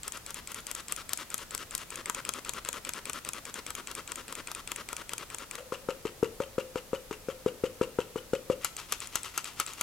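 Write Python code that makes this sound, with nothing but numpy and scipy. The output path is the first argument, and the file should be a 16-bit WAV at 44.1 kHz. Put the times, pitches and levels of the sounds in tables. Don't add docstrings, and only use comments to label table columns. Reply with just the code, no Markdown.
import sys
import numpy as np
from scipy import signal
from scipy.fft import rfft, irfft, next_fast_len
from scipy.io import wavfile
from scipy.ndimage import uniform_filter1d

SR = 44100
rng = np.random.default_rng(int(sys.argv[2]) if len(sys.argv) > 2 else 0)


def master_out(mix):
    frames = np.transpose(np.atleast_2d(mix))
    ceiling = np.clip(frames, -1, 1)
    pcm = np.round(ceiling * 32767).astype(np.int16)
    wavfile.write(sys.argv[1], SR, pcm)


N = 433062
T = np.arange(N) / SR
AGE = np.arange(SR // 3) / SR

# f/Hz, level/dB
ROOM_TONE = [(12, -35), (20, 0), (146, -6), (328, -10.5), (542, -11), (642, -12.5), (1190, -15),
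             (1910, -17), (2530, -17), (2820, -18), (3250, -18), (7310, -18.5), (14700, -21), (16000, -26)]
# f/Hz, likeness (0 to 1)
EAR_LIKENESS = [(60,0.92),(600,0.41),(1500,0.43),(4000,0.099),(10000,0.029)]
# f/Hz, time to fade 60 dB/s, level/dB for a catch, a stop, a release and a slam
CAN_NOTES = [(433,0.0097,-23,-19,-30,-25),(972,0.029,-29,-4.5,-36,-14),(1287,0.015,-18,3,-27,7.5),(2438,0.009,7,0.5,2,-21),
             (3320,0.012,0,1.5,-1,-6.5),(4220,0.0037,-0.5,-1,-12,-10),(5050,0.0023,-4,1,-8,-24),(6186,0.011,-27,2.5,-4,2.5),
             (6940,0.0043,-6,7,9.5,-3),(7810,0.0031,13.5,13.5,3,5),(8130,0.0033,8.5,3,7,-15),(9280,0.0031,-15,10.5,7,-18),
             (10530,0.0035,-5,2.5,5.5,2),(11760,0.0046,-5,8.5,-4,2),(14000,.003,-20,-50,-25,-24)]
# t/s, treble tilt/(dB per octave)
BRIGHTNESS = [(0,1.5),(.9,2),(1.8,1.5),(2.05,-3),(2.9,-1.4),(3.7,-1.5),(4.6,-2.5),(5.6,-2),(8.65,2.5),(9.0,2.5),(9.8,1.5)]
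# f/Hz, width/Hz, boost/dB
MESH_RINGS = [(1126,130,4),(1282,59,6),(1384,102,6),(1990,180,2.5),(2340,150,3),(2756,175,5),(3240,90,2.5)]
# t/s, thud level/dB, hollow ring's base f/Hz, wall level/dB
KNOCKS = [(5.72, -21.5, 506, -30), (5.885, -17, 515, -32), (6.05, -18.5, 443, -36), (6.226, -10, 452, -33),
          (6.4, -16.5, 532, -31), (6.579, -14, 513, -33.5), (6.755, -18, 492, -32),
          (6.929, -15.5, 515, -36), (7.108, -22.5, 424, -38), (7.283, -19, 512, -40),
          (7.459, -11, 475, -34), (7.635, -13, 493, -36), (7.81, -10, 483, -28.5),
          (7.985, -12.5, 489, -28.5), (8.156, -18.5, 474, -36), (8.331, -12, 511, -32.5),
          (8.497, -10.5, 523, -30)]
# multiple of its base pitch, level/dB, time to fade 60 dB/s
HOLLOW_NOTES = [(.71,-25.5,0.22),(.83,-18,0.12),(.99,-17.5,0.28),(1.05,-20,.26),(1.109,-27,0.26)]
# f/Hz, level/dB
RATTLE_TONE = [(300,-17),(800,1.5),(1400,0),(1900,-1.5),(3000,-0.5),(4000,-6.5),(6000,-7),(8000,-6),(9500,-14.5),(12000,-10.5),(16000,-37)]
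# t/s, click level/dB, wall f/Hz, wall level/dB, wait to let go/s
SLAMS = [(8.6462, -7, 2310, -29, 0.12), (8.9222, -8.5, 1280, -38, 0.081),
         (9.1552, -7.5, 1295, -29.5, 0.077), (9.3769, -9, 1350, -34, .0661),
         (9.5991, -8.5, 1300, -23.5, .0644), (9.8106, -10, 1220, -31, .07)]
# f/Hz, level/dB
BARE_MESH_TONE = [(100,-36),(350,2),(700,-5),(950,4.5),(1350,0.5),(1700,0.5),(2900,4),(4300,1),(7000,0),(10000,-5.5),(12500,-7.5),(16000,-28)]
# t/s, level/dB
TICKS = [(0.173, -26), (0.604, -32), (0.804, -30.5), (9.0723, -25), (9.7346, -25.5)]
# t/s, travel to the stop/s, wait to let go/s, catch level/dB, stop level/dB
SQUEEZES = [(0.0324, 0.047, 0.042, -25, -15.5), (.263, 0.043, .0372, -25.5, -21.5),
            (.4738, 0.044, 0.027, -24.5, -22.5), (0.6676, 0.046, .0358, -22.5, -16),
            (.8827, .0401, 0.04, -26, -10.5), (1.0924, .0407, 0.041, -22, -9),
            (1.3027, 0.04, .0367, -25, -10.5), (1.508, 0.041, 0.029, -26, -13.5),
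            (1.709, .0417, 0.028, -25.5, -10.5), (1.904, 0.04, .013, -25, -36),
            (2.058, .0395, 0.049, -19.5, -10.5), (2.2504, .0405, .0458, -21, -11),
            (2.4483, 0.045, 0.042, -27, -13), (2.649, 0.039, 0.041, -23, -12),
            (2.8497, 0.042, .0437, -22, -14), (3.055, .042, 0.035, -23, -15.5),
            (3.2491, 0.04, .0442, -23.5, -14), (3.453, 0.044, 0.044, -26, -32),
            (3.6648, .0397, .0469, -22.5, -18), (3.872, 0.042, .0369, -24, -22.5),
            (4.0764, .0427, 0.038, -26, -17), (4.2812, 0.044, 0.027, -28, -20),
            (4.4726, 0.043, .0336, -23.5, -18.5), (4.675, .0426, 0.043, -22.5, -15),
            (4.8878, 0.042, 0.036, -23, -17), (5.0932, 0.041, 0.046, -22.5, -15),
            (5.3013, 0.045, 0.038, -28, -18), (5.511, 0.043, .0225, -23, -21.5)]
# f/Hz, level/dB
FLOURY_MESH_TONE = [(80,-20),(250,1),(560,1.5),(750,-12),(1000,1),(1300,-1),(1700,-0.5),(2400,-5),(3300,-3),(4300,-6),(7000,-8.5),(10000,-11.5),(13000,-15),(16000,-35)]
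# t/s, level/dB
SCRAPE_LEVEL = [(0, -41.5), (1.7, -40.5), (2.0, -43.5), (2.7, -41), (3.8, -42), (4.35, -44.5), (5.5, -44.5)]

REGRIP_S, KNOCKING_END_S = 5.578, 8.56


def from_db(db):
    return 10 ** (np.asarray(db) / 20)


def unit(x, size=None, axis=None):
    return x / np.sqrt(np.mean(x[..., :size] ** 2, axis=axis, keepdims=True) + 1e-20)


def at_hz(points, hz):
    f, value = np.transpose(points)
    return np.interp(np.log(hz + 1), np.log(f), value)


def colour(x, tone):
    size = next_fast_len(N)
    gains = from_db(at_hz(tone, np.arange(size // 2 + 1) * SR / size))
    return unit(irfft(rfft(x, size) * gains, size)[..., :N])


def gentle_filter(x, hz, keep="low", order=1):
    return signal.sosfilt(signal.butter(order, hz, keep, fs=SR, output="sos"), x)


def add(track, s, sound):
    start = min(max(round(s * SR), 0), N)
    track[..., start:start + sound.shape[-1]] += sound[..., :N - start]


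def ring(hz, t60, phase=0):
    return np.sin(2 * np.pi * hz * AGE + phase) * from_db(-60 * AGE / t60)


def stroke(start, end, rise, fall, first_db):
    times = [start, start + rise, max(end, start + rise), end + fall]
    return np.interp(T, times, [0, from_db(first_db), 1, 0], left=0, right=0)


def shiver(hits, rise, t60):
    out = np.zeros(N)
    shape = (1 - np.exp(-AGE / rise)) * from_db(-60 * AGE / t60)
    for s, db, *_ in hits:
        add(out, s, from_db(db) * shape / shape.max())
    return out


def lean_left(pair, db):
    return pair * from_db([[db / 2], [-db / 2]])


def room_noise():
    alike = np.clip(at_hz(EAR_LIKENESS, np.arange(N // 2 + 1) * SR / N), 0, 1)
    mid, side = rfft(rng.standard_normal((2, N)))
    pair = irfft(np.sqrt(1 + alike) * mid + np.sqrt(1 - alike) * side * [[1], [-1]], N)
    return lean_left(from_db(-51) * colour(pair, ROOM_TONE), db=0.5)


def kitchen_echo(x, echo_db, t60, dull_hz):
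    mid, side = rng.standard_normal((2, len(AGE))) * from_db(-60 * AGE / t60) * (AGE > .004)
    side = gentle_filter(side, 1800, "high")
    tail = gentle_filter([mid + side, mid - side], dull_hz)
    tail = tail / np.sqrt(np.sum(tail ** 2, axis=1, keepdims=True))
    return x + from_db(echo_db) * signal.fftconvolve(x, tail, axes=1)[:, :N]


def blade_on_mesh(tone, per_s, spread_db, stereo):
    hits = (rng.random((3, N)) < per_s / SR) * rng.standard_normal((3, N))
    hits *= from_db(spread_db * np.minimum(rng.exponential(1, (3, N)), 4))
    grip = unit(uniform_filter1d(rng.standard_normal(N), size=SR // 250))
    grit = colour((hits[0] + stereo * hits[1:]) * from_db(2 * np.clip(grip, -2, 2)), tone)
    for hz, width_hz, boost_db in MESH_RINGS:
        band = signal.lfilter(*signal.iirpeak(hz, hz / width_hz, fs=SR), grit)
        grit = grit + (from_db(boost_db) - 1) * band
    return unit(grit)


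def clicks(hits, kind, gain_db, chatter_s, uneven_db=-0.9):
    out, size = np.zeros((2, N)), SR // 25
    hz, t60, *mixes = np.transpose(CAN_NOTES)
    mix_db = mixes[["catch", "stop", "release", "slam"].index(kind)]
    notes = ring(hz[:, None], t60[:, None])[None, :, :size]
    for s, db, *_ in hits:
        both_ears, each_ear = rng.standard_normal((len(hz), size)), rng.standard_normal((2, len(hz), size))
        lumpy_fade = np.exp(0.57 * rng.standard_normal(size) - AGE[:size] / chatter_s)
        chatter = (both_ears + 0.39 * each_ear) * lumpy_fade
        rings = unit(signal.fftconvolve(chatter, notes, axes=2)[..., :size], axis=(0, 2))
        tilt_db = np.interp(s, *np.transpose(BRIGHTNESS)) * np.log2(hz)
        gains = from_db(mix_db + tilt_db + uneven_db * rng.standard_normal(len(hz)))
        click = np.sum(rings * gains[:, None], axis=1)
        add(out, s, from_db(db + gain_db) * unit(click, size=SR // 500))
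    return out


def blade_ticks():
    return clicks(TICKS, "release", gain_db=-11.5, chatter_s=0.0014)


def handling():
    holding = from_db(-62.5) * stroke(REGRIP_S, KNOCKING_END_S, rise=0.0068, fall=.02, first_db=4.5)
    regrip = shiver([(REGRIP_S, -48)], rise=0.0087, t60=0.14)
    hollow = colour(rng.standard_normal(N), [(200, -34), (440, -19), (515, -0.5), (600, -13), (1200, -57)])
    return (holding + regrip) * hollow


def wall_ring(db):
    wall = 0
    for hz, t60, _, stop_db, *_ in CAN_NOTES[1:3]:
        pitch = hz * (1 + 0.038 * rng.normal())
        wall += from_db(stop_db) * ring(pitch, t60 * 0.9, rng.uniform(0, 2 * np.pi))
    return from_db(db) * unit(wall * (1 - np.exp(-AGE / 0.0011)), size=SR // 200)


def thud(hz, t60=0.047, bend=0.25, bend_s=0.0059):
    cycles = hz * (AGE - bend * bend_s * (1 - np.exp(-AGE / bend_s)))
    air = np.sin(2 * np.pi * cycles) * from_db(-60 * AGE / t60)
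    bump = from_db(-12) * ring(296, t60=0.013)
    soft = gentle_filter(-air - bump, 706, order=2)
    return unit(gentle_filter(soft, 110, "high"), size=SR // 150)


def hollow_ring(base_hz):
    notes = 0
    for ratio, db, t60 in HOLLOW_NOTES:
        gain = from_db(db + 1.2 * rng.normal())
        pitch = base_hz * ratio * (1 + 0.012 * rng.normal())
        notes += gain * ring(pitch, t60, rng.uniform(0, 2 * np.pi))
    return notes * (1 - np.exp(-AGE / 0.0059))


def blade_rattle(jolts, flight_s=.018):
    regrip = shiver([(REGRIP_S, -43)], rise=0.0045, t60=0.1)
    jump = shiver([(s + 0.0021, db + 0.5) for s, db in jolts], rise=0.00039, t60=0.13)
    landing = shiver([(s + flight_s, db - 2.5) for s, db in jolts], rise=0.00088, t60=0.075)
    return (regrip + jump + landing) * blade_on_mesh(RATTLE_TONE, per_s=3900, spread_db=-2.5, stereo=.3)


def knocks():
    out, jolts = np.zeros(N), []
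    for s, db, hz, wall_db in KNOCKS:
        add(out, s + 0.00143, wall_ring(wall_db - 3))
        add(out, s + 0.00259, from_db(db - 9) * thud(hz * 1.105))
        add(out, s + 0.00244, from_db(db - 6) * hollow_ring(hz))
        rattle_db = -32 + 0.29 * wall_db
        jolts.append((s, rattle_db))
        for late in 0.029 + .003 * rng.standard_normal(2):
            add(out, s + late, from_db(rattle_db + 2) * ring(2880 * (1 + 0.036 * rng.normal()), 0.027))
    return out + blade_rattle(jolts)


def hard_squeezes():
    loudness = from_db(-22) * shiver(SLAMS, rise=0.0011, t60=0.088)
    wall, releases = np.zeros(N), []
    for s, _, hz, wall_db, wait in SLAMS:
        release = s + wait
        run_up = stroke(s - 0.039, s, rise=0.0033, fall=0.0048, first_db=-7)
        coast = stroke(release + 0.0063, release + .075, rise=0.0056, fall=0.048, first_db=11)
        loudness += from_db(-44) * run_up + from_db(-52) * coast
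        add(wall, s, from_db(wall_db) * ring(hz, t60=0.049))
        releases.append((release, -32))
    scrape = loudness * blade_on_mesh(BARE_MESH_TONE, per_s=7000, spread_db=0.5, stereo=0.26)
    return (scrape + wall + clicks(SLAMS, "slam", gain_db=-14, chatter_s=0.0019, uneven_db=2)
            + clicks(releases, "catch", gain_db=0, chatter_s=0.0018))


def flour_scrape(loudness):
    scrape = loudness * blade_on_mesh(FLOURY_MESH_TONE, per_s=12000, spread_db=1.37, stereo=0.16)
    bass_db = -1.5 * np.interp(T, *np.transpose(BRIGHTNESS))
    return scrape + gentle_filter(scrape, 1800) * (from_db(bass_db) - 1)


def quick_squeezes(spring_back_s=.054):
    loudness, catches, stops, releases = np.zeros(N), [], [], []
    for s, travel, wait, catch_db, stop_db in SQUEEZES:
        stop, release = s + travel, s + travel + wait
        catches.append((s, catch_db))
        stops.append((stop, stop_db))
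        push = stroke(s + 0.0055, stop + 0.0027, rise=0.0023, fall=0.014, first_db=-1.5)
        loudness += from_db(-3) * push
        home = release + spring_back_s
        if home < REGRIP_S:
            releases.append((release, -17.5 + .55 * catch_db))
            loudness += stroke(release + 0.0034, home, rise=0.0098, fall=0.01, first_db=-2.5)
    loudness *= from_db(np.interp(T, *np.transpose(SCRAPE_LEVEL)))
    loudness += from_db(-34) * shiver(stops, rise=0.00035, t60=0.033)
    return (flour_scrape(loudness) + clicks(catches, "catch", gain_db=-9, chatter_s=0.0017)
            + clicks(stops, "stop", gain_db=-12, chatter_s=0.00097)
            + clicks(releases, "release", gain_db=-.5, chatter_s=0.0017))


def scene():
    sifter = quick_squeezes() + blade_ticks() + knocks() + handling() + hard_squeezes()
    left, right = kitchen_echo(sifter, echo_db=-15, t60=0.33, dull_hz=6100)
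    size, delay_s = next_fast_len(N), 2e-5
    hz = np.arange(size // 2 + 1) * SR / size
    right = irfft(rfft(right, size) * np.exp(-2j * np.pi * hz * delay_s), size)[:N]
    return lean_left(np.array([left, right]), db=5.5) + room_noise()


def record(dry):
    return signal.sosfilt(signal.ellip(10, .2, 80, 16000, fs=SR, output="sos"), dry)


dry = scene()
out = record(dry)
master_out(out)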